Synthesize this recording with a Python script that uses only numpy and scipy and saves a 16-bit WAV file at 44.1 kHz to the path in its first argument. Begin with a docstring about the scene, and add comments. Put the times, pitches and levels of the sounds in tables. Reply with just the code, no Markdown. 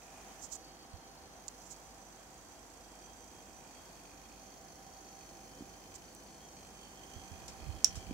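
"""In a small room an open cooling unit runs. The piston strokes of its compressor excite the modes of
a steel shell, and gas sings in the pipes. A seven-blade fan adds tones, turbulent air noise and a
tick once a turn. A hand-held microphone moves through the standing waves above the unit, so each ring
swells and fades; fingers rub and bump it lightly. Near the end a switch snaps close by."""
import sys
import numpy as np
from scipy import signal
from scipy.fft import rfft, irfft, next_fast_len
from scipy.io import wavfile

SR = 44100
rng = np.random.default_rng(int(sys.argv[2]) if len(sys.argv) > 2 else 0)


def store_pcm(level_fs):
    """Save levels as 16-bit WAV."""
    pcm = np.round(np.clip(level_fs, -1, 1) * 32767).astype(np.int16)
    wavfile.write(sys.argv[1], SR, np.atleast_2d(pcm).T)


N = 358533
TIME = np.arange(N) / SR


# Shell and pipe modes. Each row: frequency and bandwidth in Hz, relative level and left-right
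# difference in dB, name of the standing wave.
SHELL_MODES = [(2365, 45, -93, 13, "low ring"), (2474, 81, -84, -7.5, "low ring"),
               (2600, 23, -94, -4, "low ring"), (3089, 28, -78.5, -3, "twin ring"),
               (3256, 18, -81, -1.5, "low whistle"), (4242, 26, -82.5, 0, "middle ring"),
               (4526, 26, -77, 7.5, "middle whistle"), (6166, 28, -80, -4, "top ring"),
               (6430, 80, -90, -7, None), (8130, 58, -86.5, -15, None), (10200, 35, -89, -3, None)]
# Gas resonances in the pipes, with the same columns.
GAS_MODES = [(3254, 24, -83.5, 1.3, "low whistle"), (4514, 45, -79.5, 6, "middle whistle"),
             (6051, 48, -74, -9, "high whistle")]
COMPRESSOR_HZ = 49.33

def compressor(near_db, standing_db=1.95, whistle_waver_db=2.2, rough=0.28, stroke_s=.02):
    """Forced vibration: periodic piston impulses drive the shell's modes, over gas whistles and hum."""
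    turns = COMPRESSOR_HZ * (TIME - stroke_s) + 0.0013 * drift(1.0)
    # One impulse per turn, shared between two samples.
    step = np.floor(turns) + np.minimum(turns % 1 * SR / COMPRESSOR_HZ, 1)
    knocks = np.diff(step, prepend=step[0]) * SR / COMPRESSOR_HZ / np.sqrt(2)
    knocks *= 1 + rough * drift(25)
    shell = gas = 0
    for hz, width, db, side_db, wave in SHELL_MODES:
        ring = at_ports(ringing(knocks, hz, width), hz, side_db, wave)
        shell += ring * from_db(db + standing_db * drift(3.5))
    for hz, width, db, side_db, wave in GAS_MODES:
        song = at_ports(whistle(hz, width), hz, side_db, wave)
        gas += song * from_db(db + whistle_waver_db * drift(7.5))
    return (shell + gas) * from_db(near_db) + hum(turns)


def whistle(hz, width):
    """Resonant filtering: a pipe narrows turbulence to a fluttering tone."""
    phasor = ringing(ringing(rng.standard_normal(N), hz, width), hz, width)
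    return phasor / np.std(phasor.real)


# The hum's harmonics as multiples of the stroke rate, then their relative levels in dB.
HUM_ORDERS = [1, 2, 10]
HUM_DB = [-68, -83, -80]

def hum(turns, period_s=1.295, crest_s=1.73, depth_db=2):
    """Amplitude modulation: the frame, shaken at harmonics of the stroke, throbs slowly."""
    throb = from_db(depth_db * np.cos(2 * np.pi * (TIME - crest_s) / period_s))
    return tones(turns, HUM_ORDERS, HUM_DB, waver_db=0) * throb * pan(-2.5)


# The path through each standing wave. Each row: time in seconds, left gain and right gain in dB.
STANDING_WAVES = {"low ring": [(0.0, 5, 11), (0.6, -2, -11), (4.3, -3, 9), (4.9, -4.0, -7), (5.3, 3, 6),
                  (6.5, 0, -4), (7.5, 2, 8), (7.7, -7, 4), (8.1, 9, -3)], "twin ring": [(0.0, -0.5, 4.5),
                  (0.4, 9, -4), (2.6, -1.0, -9), (3.0, 8, -11), (4.0, -8, -1), (5.9, 11, -11),
                  (6.1, 5.0, -2), (7.1, -7.5, 7.5), (8.1, -14.5, 4)], "low whistle": [(0.0, -2.5, -4),
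                  (1.2, -5, 7), (1.6, 7, -6), (3.2, 4, 8), (4.1, 9, -14), (5.3, -3, -6), (5.9, 1, -16),
                  (6.3, -1.0, -8), (6.7, -3, 1), (6.9, 0.5, 10.5), (8.1, 0, -5)],
                  "middle ring": [(0.0, -10.0, -4.0), (0.2, -5.5, -14.0), (0.6, -3.0, 3), (1.2, 0.5, 10),
                  (2.8, -2.0, -15), (3.0, -15.5, -15.5), (3.4, 2.5, -5), (5.1, 6, 0), (5.5, 11, 6),
                  (7.3, -11, 5.0), (8.1, -1, 4)], "middle whistle": [(0.0, 0, 7), (0.4, -2.5, 1.0),
                  (0.6, 6, 15), (4.3, 4, -11), (5.1, 5.5, -8), (5.3, 1.0, -10.0), (5.5, -2, -3),
                  (7.5, 0, -3), (8.1, 0.5, -2)], "high whistle": [(0.0, -2.5, 7), (1.2, 0.0, -1),
                  (1.6, -1.5, 7.5), (3.0, -8.5, 5), (3.2, 6, 9.5), (4.1, 6, -4), (5.1, 12, -10),
                  (5.7, -3, 0.5), (6.3, 10, -0.5), (7.1, -6, -6.0), (7.5, -1.5, -0.0), (7.7, -13, -17),
                  (8.1, 1, -7)], "top ring": [(0.0, 1.5, -4.5), (0.8, -6, -4), (1.4, 5.5, 5.5),
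                  (2.0, 4, -8.0), (4.1, -1.0, 12), (5.3, 9, 12), (5.9, -8.5, -8), (7.1, 1, 11),
                  (8.1, 4.0, -11)]}
# Each entry: a standing wave, the left port's phase lead in radians.
LEFT_PORT_LEAD_RAD = {"low ring": -0.47, "twin ring": -1.5, "low whistle": -1.8, "middle ring": -1.7,
                      "middle whistle": 2.6, "high whistle": 0.91, "top ring": -0.5}
# The microphone turns. Each row: time in seconds, the left port's lead in milliseconds.
ARRIVAL_LEAD = [(0, .04), (3.3, .008), (4.8, .053), (5.5, .156), (6.25, .163), (7.0, -.136), (8.1, -.194)]

def at_ports(phasor, hz, side_db, wave):
    """Spatial sampling: the microphone's two ports meet a standing wave at unequal level and phase."""
    lead = LEFT_PORT_LEAD_RAD.get(wave, 0) + 2 * np.pi * hz * in_time(ARRIVAL_LEAD)[0] / 1000
    half_shift = np.exp(.5j * lead)
    wave_db = np.array(in_time(STANDING_WAVES[wave])) if wave else 0
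    return np.real([phasor * half_shift, phasor / half_shift]) * from_db(wave_db) * pan(side_db)


FAN_HZ = 27.725

def fan(near_db, tick_phase=0.855, jitter_turns=0.0019):
    """Rotor noise: the blades give tones and broadband air, and a contact recurs once a turn."""
    turns = FAN_HZ * TIME + 0.00736 * drift(2.44)
    airflow = blade_tones(turns, near_db) + air(near_db)
    since_contact = (turns + jitter_turns * drift(9.9) - tick_phase) % 1 / FAN_HZ
    return airflow + hiss(since_contact) + pings(since_contact)


# The fan's main note. Each row: time in seconds, level and left-right difference in dB.
NOTE_LEVEL = [(0, -64, -6), (.3, -65.5, -3), (.9, -68, -5), (1.8, -70.5, -5), (2.6, -71, -3),
              (3.1, -70.5, -11), (3.6, -68, 7), (4.3, -70.5, -8), (4.85, -64, -11), (5.7, -69, -12),
              (6.3, -68, 0), (6.9, -68.5, -6), (7.4, -62.5, -5), (8.1, -63.5, -8)]
# Its lower tones as multiples of the turn rate, then their relative levels in dB.
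FAN_ORDERS = [7, 14, 24]
FAN_TONE_DB = [-75, -78.5, -85]

def blade_tones(turns, near_db, note_order=28, flutter=0.27):
    """Rotational harmonics: the main note lies at four times the blade-passing frequency."""
    note_db, side_db = in_time(NOTE_LEVEL)
    note = tones(turns, [note_order], [note_db], waver_db=-0.05) * pan(side_db)
    low_tones = tones(turns, FAN_ORDERS, FAN_TONE_DB, waver_db=1.2) * from_db(near_db) * pan(-3)
    return (note + low_tones) * (1 + flutter * drift(11))


# Spectra of the low and middle air noise. Each row: frequency in Hz, relative density in dB.
LOW_AIR = [(25, -20), (42, -7), (70, 1.5), (115, -6.5), (155, 0), (180, -4.5), (225, -0.5), (330, -0.5),
           (430, -6.5), (510, -1.5), (620, -16.5), (1000, -51)]
MID_AIR = [(300, -17), (560, -6.5), (670, 1.5), (800, -1), (1000, -3.5), (1250, -7.5), (1700, -9),
           (2200, -12.5), (3000, -15), (4000, -17), (6000, -17), (16000, -29.5)]
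# Passes through the draught. Each row: centre in seconds, gain in dB, half length in seconds.
DRAUGHTS = [(.27, 2.5, 0.16), (1.7, 0.5, 0.51), (3.85, 1.1, 0.16), (6.3, -0.5, 0.25), (7.65, 2.5, 0.48)]

def air(near_db, low_db=-60.5, mid_db=-58.5, near_share=0.34):
    """Turbulence: the low band grows with nearness, and the middle band varies in the draught."""
    low = from_db(low_db + near_share * near_db) * noise(LOW_AIR) * pan(-2.2)
    middle = from_db(mid_db + swells(DRAUGHTS)) * noise(MID_AIR) * pan(-0.54)
    return low + middle


# Spectra of the hiss and the scrape. Each row: frequency in Hz, relative density in dB.
HISS_SPECTRUM = [(2500, -33), (4000, -15), (5000, -6), (5700, -1.5), (6400, 2.5), (7200, 0), (7800, -1),
                 (8200, -4), (8500, -10), (11000, -8.5), (12100, -14), (13200, -11.5), (14000, -14.5),
                 (15700, -9)]
SCRAPE_SPECTRUM = [(2000, -29), (4000, -31), (5000, 2.5), (5500, -0.5), (6100, -3), (7200, -2), (7700, -11),
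                   (8200, 2), (8600, -9), (12000, -14), (13200, -7), (14200, -27), (15700, -25)]
# Their joint gain, left-right difference and upper-band gain. Each row: time in seconds, value in dB.
HISS_GAIN = [(0, -61.5), (.35, -60.5), (.8, -67), (1.35, -67.5), (1.6, -64), (2.0, -67.5), (5.5, -60),
             (8.1, -62.5)]
HISS_SIDE = [(0, -4), (1.7, -15.5), (3.3, -11.5), (6.3, -1.5), (7.2, -8.5)]
SHEEN = [(0, 0), (1.3, -3.5), (2.0, 1.5), (3.75, 1.5), (4.2, -4.5), (5.7, -4), (6.8, 0), (8.1, -2)]

def hiss(since_contact, rise_s=0.0007, decay_s=0.007, sheen_hz=(7300, 8800)):
    """Modulated noise: the rotor's scrape adds a brief burst to the fan's hiss on every turn."""
    burst = np.exp(-since_contact / decay_s) * (1 - np.exp(-since_contact / rise_s))
    treble = from_db(-1.63) * noise(HISS_SPECTRUM)
    treble += 2 * from_db(-3) * burst * noise(SCRAPE_SPECTRUM)
    upper = signal.sosfiltfilt(signal.butter(2, sheen_hz, "band", fs=SR, output="sos"), treble)
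    treble += (from_db(in_time(SHEEN)[0]) - 1) * upper
    return from_db(in_time(HISS_GAIN)[0]) * treble * pan(in_time(HISS_SIDE)[0])


# The rotor's two chirps. Each row: start and end frequency in Hz, delay and rise in seconds.
CHIRPS = [(4900, 6380, 0.00021, 0.00092), (6380, 7450, 0.0017, 0.0013)]
# Each row: time in seconds, then in dB the low chirp's relative level, its left-right difference
# and the high chirp's relative level.
CHIRP_LEVELS = [(0, -56, -14, -70), (.8, -61, -5, -67), (1.3, -61, -5, -75), (2.0, -61, -3, -60.5),
                (3.2, -55.5, -5, -60), (3.75, -62, -1, -60), (4.2, -57, 1, -69), (4.7, -54.5, -12, -67),
                (5.2, -54.5, -4, -71), (6.1, -62, 8, -76), (6.7, -58.5, 2, -73), (7.2, -56, -2, -71),
                (8.1, -62, -2, -73)]

def pings(since_contact, glide_s=.0014, high_side_db=-19, uneven_db=1.8):
    """Frequency glide: each rotor contact gives two quick upward chirps, low then high."""
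    low_db, low_side_db, high_db = in_time(CHIRP_LEVELS)
    levels = [(low_db, low_side_db), (high_db, high_side_db)]
    chirps = 0
    for (start_hz, end_hz, delay, rise), (db, side_db) in zip(CHIRPS, levels):
        age = np.maximum(since_contact - delay, 0)
        cycles = end_hz * age - (end_hz - start_hz) * glide_s * (1 - np.exp(-age / glide_s))
        swell = .85 * (age / rise * np.exp(1 - age / rise)) ** 2
        chirps += swell * np.sin(2 * np.pi * cycles) * from_db(db + uneven_db * drift(16)) * pan(side_db)
    return chirps


# The switch's contacts. Each row: start in seconds, relative level in dB.
CONTACTS = [(7.8446, -12), (7.8453, -6.5), (7.8459, -19), (7.8475, -16)]
# Its modes. Each row: frequency and bandwidth in Hz, gain and left-right difference in dB.
SWITCH_MODES = [(3260, 1200, -36, -4), (5630, 250, -0.5, -7), (6970, 2000, -0.5, -16),
                (9000, 420, -17, -13), (10200, 890, -17.5, -11), (15100, 1000, -22, -9)]
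# The room's answer to press, snap and release. Each row: start in seconds, level in dB, T60 in seconds.
ECHOES = [(7.48, -44.5, 0.12), (7.846, -35, 0.14), (7.955, -45, 0.16)]
# Its spectrum. Each row: frequency in Hz, relative density in dB.
ECHO_SPECTRUM = [(1000, -13), (2500, -13.5), (3300, -8.5), (4600, -9), (5300, 0.5), (5700, -2),
                 (6300, -3.5), (7200, -1), (8500, -11), (10000, -16), (16000, -26)]

def switch():
    """Impact and reverberation: contacts ring the switch, its spring rings on, and the room answers."""
    snap = sum((-1) ** k * strike(CONTACTS, [(hz, width, db)]) * pan(side_db)
               for k, (hz, width, db, side_db) in enumerate(SWITCH_MODES))
    spring = rms_one(resonate(noise(ECHO_SPECTRUM), hz=5800, width=300))
    spring *= from_db(-31) * dying(CONTACTS[-1][0], t60=0.16)
    room = sum(from_db(db) * dying(s, t60) for s, db, t60 in ECHOES) * noise(ECHO_SPECTRUM)
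    return snap + (room + spring) * pan(-1.0)


# Finger rubs, grip shifts and a swing of the microphone.
# Each row: centre in seconds, level in dB, half length in seconds.
RUBS = [(0.44, -51.5, 0.017), (0.53, -47.5, 0.011), (0.557, -50.5, 0.0062), (1.63, -68, 0.016),
        (1.671, -60.5, 0.0077), (1.718, -53, 0.012), (5.958, -52, 0.0059)]
GRIP_SHIFTS = [(7.42, -65, 0.12), (7.69, -52.5, 0.056), (7.955, -57.5, 0.058), (8.12, -48, 0.033)]
SWING = [(.28, -66, .1)]
# Their spectra. Each row: frequency in Hz, relative density in dB.
RUB_SPECTRUM = [(2000, -30), (4000, -14.5), (5500, -4.5), (6500, 2), (7300, 4), (8200, -5.5), (9500, -18),
                (12000, -20), (16000, -22)]
GRIP_SPECTRUM = [(20, -27), (40, 1), (60, 9), (95, -1), (150, -5), (250, -18), (600, -39)]
SWING_SPECTRUM = [(800, -12), (1400, 0), (2500, -2), (4000, -16)]

def handling():
    """Friction noise: fingers slide, the grip rumbles, and the swinging microphone swishes."""
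    rubs = strokes(RUBS) * noise(RUB_SPECTRUM) * pan(-18)
    rumble = strokes(GRIP_SHIFTS) * noise(GRIP_SPECTRUM) * pan(-24)
    swish = strokes(SWING) * noise(SWING_SPECTRUM)
    return rubs + rumble + swish


# Runs of slips. Each row: start in seconds, relative level in dB, length in seconds.
CREAKS = [(1.4812, -23.5, .0065), (5.943, -35, .0005), (7.482, -35, .0005)]
# The casing's modes. Each row: frequency and bandwidth in Hz, gain in dB.
CASING_MODES = [(4340, 510, -12), (5700, 2000, -1.5), (7230, 410, -2.5)]

def creaks(gap_s=0.0011, loss_db=1.5):
    """Stick-slip motion: each slip of a run rings the casing more weakly than the last."""
    slips = [(s + age + gap_s * rng.uniform(-0.16, 0.231), db - loss_db * k)
             for s, db, length in CREAKS for k, age in enumerate(np.arange(0, length, gap_s))]
    return strike(slips, CASING_MODES) * from_db(-10) * pan(-25)


# Finger bumps and hollow knocks. 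Each row: start in seconds, relative level in dB, T60 in seconds.
BUMPS = [(.937, -44, 0.084), (7.16, -45, .1), (7.314, -45, 0.1), (7.687, -37, 0.065), (7.972, -36, 0.062)]
KNOCKS = [(5.608, -34.5, 0.027), (5.622, -36, 0.032), (8.11, -30, 0.038)]

def bumps():
    """Damped oscillation: fingers thud beside the right port, and knocks reach both sides."""
    blows = thuds(BUMPS, hz=86.5) * pan(-19.5) + thuds(KNOCKS, hz=270) * pan(-3)
    return signal.sosfilt(signal.butter(2, 50, "high", fs=SR, output="sos"), blows)


# Light ticks. Each row: start in seconds, relative level in dB.
TICKS = [(6.15, -33), (7.187, -47), (7.403, -45)]

def ticks():
    """Impulse response: two high, heavily damped modes give a thin, bright tick."""
    return strike(TICKS, modes=[(7940, 1100, -4), (14500, 4000, -5)]) * pan(-11)


# Likeness of the two channels. Each row: frequency in Hz, correlation coefficient.
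COHERENCE = [(30, 0.41), (120, 0.83), (300, 0.86), (750, 0.57), (1300, 0.14), (2500, 0), (5000, 0),
             (16000, 0.026)]

def noise(spectrum):
    """Partial coherence: coloured stereo noise of rms 1, its channels more alike in the bass."""
    size = next_fast_len(N)
    log_hz = np.log(np.maximum(np.fft.rfftfreq(size, 1 / SR), 1))

    def at_hz(rows, **ends):
        hz, values = np.transpose(rows)
        return np.interp(log_hz, np.log(hz), values, **ends)

    alike = at_hz(COHERENCE)
    gain = from_db(at_hz(spectrum, left=-70, right=-70))
    mid, side = rfft(rng.standard_normal((2, size)))
    stereo = np.sqrt(1 + alike) * mid + np.sqrt(1 - alike) * side * [[1], [-1]]
    return rms_one(irfft(gain * stereo, size)[:, :N])


def tones(turns, orders, levels_db, waver_db):
    """Fourier synthesis: shaft harmonics of random phase, wavering in level."""
    return sum(np.sqrt(2) * from_db(db + waver_db * drift(1.4))
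               * np.sin(2 * np.pi * (k * turns + rng.random())) for k, db in zip(orders, levels_db))


def strike(contacts, modes):
    """Modal superposition: each contact rings all the modes of a small body."""
    clicks = np.zeros(N)
    for s, db in contacts:
        clicks[round(s * SR)] += from_db(db)
    age = TIME[:SR // 20]
    ring = sum((-1) ** k * from_db(db) * np.exp(-np.pi * width * age) * np.sin(2 * np.pi * hz * age)
               for k, (hz, width, db) in enumerate(modes))
    return signal.fftconvolve(clicks, ring)[:N]


def thuds(rows, hz):
    """Free vibration of one damped mode after each blow."""
    return sum(from_db(db) * dying(s, t60) * np.sin(2 * np.pi * hz * (TIME - s)) for s, db, t60 in rows)


def ringing(x, hz, width):
    """Narrow resonance as a rotating phasor, whose real part has a peak gain of 1."""
    r = np.exp(-np.pi * width / SR)
    return signal.lfilter([2 * (1 - r)], [1, -r * np.exp(2j * np.pi * hz / SR)], x)


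def resonate(x, hz, width):
    """Two-pole resonance with a peak gain of 1."""
    r = np.exp(-np.pi * width / SR)
    feedback = [1, -2 * r * np.cos(2 * np.pi * hz / SR), r * r]
    return signal.lfilter(np.array([1, 0, -1]) * (1 - r * r) / 2, feedback, x)


def dying(s, t60):
    """Exponential decay from 1 at time s, by 60 dB in t60 seconds."""
    return (TIME >= s) * np.exp(-np.minimum(np.log(1000) * np.abs(TIME - s) / t60, 20))


def swells(rows):
    """Gaussian pulses, summed."""
    return sum(height * np.exp(-.5 * np.minimum(((TIME - s) / half) ** 2, 20))
               for s, height, half in rows)


def strokes(rows):
    """Gaussian envelopes of hand movements, with heights in dB."""
    return swells([(s, from_db(db), half) for s, db, half in rows])


def drift(hz):
    """Random fluctuation of rms 1, low-passed at hz."""
    hop, settle = 100, 2000
    r = np.exp(-2 * np.pi * hz * hop / SR)
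    slow = signal.lfilter([1], [1, -2 * r, r * r], rng.standard_normal(N // hop + settle + 2))[settle:]
    return np.interp(np.arange(N) / hop, np.arange(len(slow)), rms_one(slow))


def in_time(rows):
    """Linear interpolation of each column at every sample."""
    s, *columns = np.transpose(rows)
    return [np.interp(TIME, s, column) for column in columns]


def pan(side_db):
    """Level panning: two gains for a left-minus-right difference."""
    return from_db(np.array([[.5], [-.5]]) * side_db)


def from_db(db):
    """Decibels to amplitude ratio."""
    return 10 ** (np.asarray(db) / 20)


def rms_one(x):
    """Normalisation to an rms of 1."""
    return x / np.sqrt(np.mean(x ** 2) + 1e-20)


# The microphone's nearness to the unit. Each row: time in seconds, gain in dB.
NEARNESS = [(0, -3), (.3, 1), (.8, -0.5), (2.4, -2), (3.8, -0.7), (5.5, 2.5), (6.45, 4), (7.2, 6),
            (8.1, 9.5)]

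def scene():
    """Superposition: the running unit, the switch and the hand's noises add."""
    near_db, = in_time(NEARNESS)
    return compressor(near_db) + fan(near_db) + switch() + handling() + creaks() + bumps() + ticks()


def record(dry, cutoff_hz=15800):
    """Band limiting: a steep low-pass filter removes the highest treble."""
    return signal.sosfilt(signal.ellip(12, .1, 70, cutoff_hz, fs=SR, output="sos"), dry)


dry = scene()
out = record(dry)
store_pcm(out)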